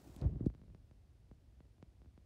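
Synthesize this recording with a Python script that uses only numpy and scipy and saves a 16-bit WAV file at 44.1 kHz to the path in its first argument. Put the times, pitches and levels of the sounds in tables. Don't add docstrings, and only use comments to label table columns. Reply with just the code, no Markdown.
import sys
import numpy as np
from scipy import signal
from scipy.fft import rfft, irfft
from scipy.io import wavfile

SR = 44100
rng = np.random.default_rng(int(sys.argv[2]) if len(sys.argv) > 2 else 0)


def persist_wave(psi):
    counts = np.round(np.clip(psi, -1, 1) * 32767).astype(np.int16)
    wavfile.write(sys.argv[1], SR, np.atleast_2d(counts).T)


N = 99225
TIME = np.arange(N) / SR

# (dB per Hz, relative)
ROOM_COLOUR = [(25, -26), (40, 2.5), (60, 4.5), (110, -2.5), (170, -13), (280, -17.5), (400, -24),
               (650, -26.5), (1100, -35), (2200, -37), (5000, -40), (7000, -44.5), (9500, -46),
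               (13000, -50.5), (15500, -55.5)]
# pitch_hz, level_db
HUMS = [(59.2, -74), (9001, -103)]
ROOM_DB, ROOM_RISE_S = -63.5, 0.11

# (dB per Hz, relative)
HISS_COLOUR = [(100, 10.5), (400, 11.5), (800, 6.5), (1500, -0.5), (3000, -5), (7500, -5), (11000, -10),
               (15000, -9.5)]
HISS_DB, HISS_HOLD_S, HISS_FADE_DB_PER_S = -67.5, 0.25, 235
HISS_EARLIER_S_PER_HZ = 8e-6
HISS_GRAIN_DB, SCRAPE_GRAIN_DB, GRAINS_PER_S = 1.7, 3.5, 260

# start_s, strength_db, soft_above_hz
BUMPS = [(0.0898, -7, 170), (0.1619, -7, 303), (.2160, 8.5, 259), (.2440, 13, 234), (0.2488, 26, 120),
         (0.3311, -3, 337), (0.335, 15, 79), (.3600, 2.5, 296), (0.4067, 9.5, 330), (0.41, 14.5, 110),
         (0.4396, 4, 330), (0.4629, 19, 320), (2.0590, -1, 84)]
BOOM_HZ, BOOM_WIDTH_HZ, BOOM_DB = 57, 19, -3
# time_s, rumble_db, scrape_db
RUB = [(0, -73, -72.5), (.08, -59, -60.5), (.14, -64, -69.5), (.20, -63, -59), (0.222, -43.5, -44),
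       (0.244, -39, -40.5), (0.281, -42, -57.5), (.36, -45, -61.5), (.39, -54.5, -65), (.44, -37.5, -57.5),
       (.52, -58, -80), (.70, -58, -78), (.85, -79.5, -83)]
# (dB per Hz, relative)
RUMBLE_COLOUR = [(30, -25.5), (55, 1), (120, -2), (190, -10.5), (400, -34), (1500, -76.5)]
SCRAPE_COLOUR = [(120, -6.5), (280, 6), (600, -8), (1200, -25), (2500, -38), (6000, -48), (15000, -77)]
# pitch_hz, relative_level_db, ring_s (time to fall 60 dB)
CAGE_WIRES = [(563, -35, 0.9), (660, -29.5, 0.083), (718, -25.5, 0.22), (752, -18.5, 0.61),
              (1410, -21, 0.35)]
CAGE_DB = 19.5
CREAK_START_S, CREAK_END_S = 0.20, 0.41
CREAKS_PER_S, CREAK_DB, CREAK_SOFT_ABOVE_HZ = 160, -22.5, 4500

# start_s, strength_db, thin_below_hz, bright_up_to_hz
SNICKS = [(.1628, -43, 4500, 15000), (0.2145, -43, 3500, 6100), (0.3174, -66, 900, 2940),
          (.3400, -66, 1200, 3910), (0.4038, -52, 500, 1710), (0.457, -45.5, 1210, 3000),
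          (.4610, -50, 600, 8000)]
SNICK_DECAY_S = 0.0011
# pitch_hz, width_hz, level_db
SPOUT_RESONANCES = [(1050, 420, 4), (2430, 1060, 0.5), (3860, 1600, -0.5), (8350, 1500, -0.5),
                    (14000, 5900, -8.5)]

# start_s, strength_db, bright_up_to_hz
TICKS = [(0.359, -11.5, 2990), (0.5008, -6, 2000), (.5400, -17, 6000), (.5490, -9.5, 8000),
         (0.5789, -21, 5000), (0.595, -19, 1500), (0.6162, -12, 6000), (0.6374, -17, 3500),
         (0.6815, -18.5, 3500), (0.7012, -16, 2500), (0.7479, -8, 7500), (.9120, -13.5, 7000),
         (1.3137, -6, 1180), (1.6049, -10, 3500), (1.6534, -21.5, 2500), (1.7825, -20, 5000),
         (1.8268, -3.5, 8500), (2.0181, -13.5, 6000), (2.0471, -18.5, 3500), (2.059, -15, 2000),
         (2.1772, -10, 4200)]
TICK_TOP_HZ = 8500
TICK_BODY_HZ, TICK_EDGE_HZ = 204.7, 834

LAG_HZ, LAG_STAGES, LOW_CUT_HZ = 139.5, 4, 53.2
CUTOFF_HZ = 15700


def from_db(db):
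    return 10 ** (np.asarray(db) / 20)


def cut(x, hz, kind="low", order=2):
    sections = signal.butter(order, min(hz, .45 * SR), kind, fs=SR, output="sos")
    return signal.sosfilt(sections, x + 1e-18)


def resonate(x, hz, width_hz):
    radius = np.exp(-np.pi * width_hz / SR)
    feed = np.array([1, 0, -1]) * (1 - radius ** 2) / 2
    feedback = [1, -2 * radius * np.cos(2 * np.pi * hz / SR), radius ** 2]
    return signal.lfilter(feed, feedback, x + 1e-18)


def noise(colour):
    hz, db = np.transpose(colour)
    bins = np.maximum(np.fft.rfftfreq(N, 1 / SR), 1)
    gain = from_db(np.interp(np.log(bins), np.log(hz), db))
    gain = gain * np.minimum(bins / hz[0], 1) ** 2
    x = irfft(rfft(rng.standard_normal(N)) * gain, N)
    return x / x.std()


def grain(depth_db):
    knots = rng.standard_normal(N)
    return from_db(depth_db * np.interp(TIME * GRAINS_PER_S, np.arange(N), knots))


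def click(start_s, db):
    return from_db(db) * (np.arange(N) == int(start_s * SR))


def tick_shape(clicks):
    body = cut(clicks, TICK_BODY_HZ)
    slope = np.diff(body, prepend=0) * SR
    return body + slope / (2 * np.pi * TICK_EDGE_HZ)


def chirped(x):
    k = np.tan(np.pi * LAG_HZ / SR)
    a = (k - 1) / (k + 1)
    for _ in range(LAG_STAGES):
        x = signal.lfilter([-a, -1], [1, a], x)
    return cut(x, LOW_CUT_HZ, "high", order=4)


def room():
    tones = 0
    for hz, db in HUMS:
        wave = np.sin(2 * np.pi * (hz * TIME + rng.random()))
        tones = tones + from_db(db) * np.sqrt(2) * wave
    rise = np.minimum(TIME / ROOM_RISE_S, 1)
    return (from_db(ROOM_DB) * noise(ROOM_COLOUR) + tones) * rise


def hiss(count=16):
    spectrum = rfft(noise(HISS_COLOUR))
    bins = np.fft.rfftfreq(N, 1 / SR)
    centres, step = np.linspace(0, CUTOFF_HZ, count, retstep=True)
    out = 0
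    for hz in centres:
        band = irfft(spectrum * np.maximum(1 - np.abs(bins - hz) / step, 0), N)
        fading_s = np.maximum(TIME - HISS_HOLD_S + HISS_EARLIER_S_PER_HZ * hz, 0)
        out = out + band * from_db(-HISS_FADE_DB_PER_S * fading_s)
    return from_db(HISS_DB) * out * grain(HISS_GRAIN_DB)


def bumping():
    bumps = sum(cut(click(s, db), hz, order=5) for s, db, hz in BUMPS)
    return bumps + from_db(BOOM_DB) * resonate(bumps, BOOM_HZ, BOOM_WIDTH_HZ)


def rubbing():
    time_s, rumble_db, scrape_db = np.transpose(RUB)
    rumble = from_db(np.interp(TIME, time_s, rumble_db)) * noise(RUMBLE_COLOUR)
    scrape = from_db(np.interp(TIME, time_s, scrape_db)) * noise(SCRAPE_COLOUR)
    scrape = scrape * grain(SCRAPE_GRAIN_DB)
    wires = 0
    for hz, db, ring_s in CAGE_WIRES:
        width_hz = np.log(1000) / (np.pi * ring_s)
        wires = wires + from_db(CAGE_DB + db) * resonate(scrape, hz, width_hz)
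    return rumble + scrape + wires


def creaking():
    slips = rng.random(N) < CREAKS_PER_S / SR
    slips = slips & (TIME > CREAK_START_S) & (TIME < CREAK_END_S)
    clicks = slips * from_db(CREAK_DB) * rng.uniform(1.0, 1.8, N)
    return tick_shape(cut(clicks, CREAK_SOFT_ABOVE_HZ))


def handling():
    return chirped(bumping() + creaking()) + rubbing()


def spout():
    rattle = 0
    for start_s, db, low_hz, high_hz in SNICKS:
        decay = (TIME >= start_s) * np.exp(-np.abs(TIME - start_s) / SNICK_DECAY_S)
        burst = from_db(db) * decay * rng.standard_normal(N)
        rattle = rattle + cut(cut(burst, high_hz), low_hz, "high", order=1)
    ringing = 0
    for k, (hz, width_hz, db) in enumerate(SPOUT_RESONANCES):
        sign = (-1) ** k
        ringing = ringing + sign * from_db(db) * resonate(rattle, hz, width_hz)
    return ringing


def mouth():
    contacts = sum(cut(click(s, db), hz, order=1) for s, db, hz in TICKS)
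    return chirped(tick_shape(cut(contacts, TICK_TOP_HZ)))


def scene():
    return (room() + hiss() + handling() + spout() + mouth())[None]


def record(dry):
    return signal.sosfilt(signal.ellip(12, .1, 80, CUTOFF_HZ, fs=SR, output="sos"), dry)


dry = scene()
out = record(dry)
persist_wave(out)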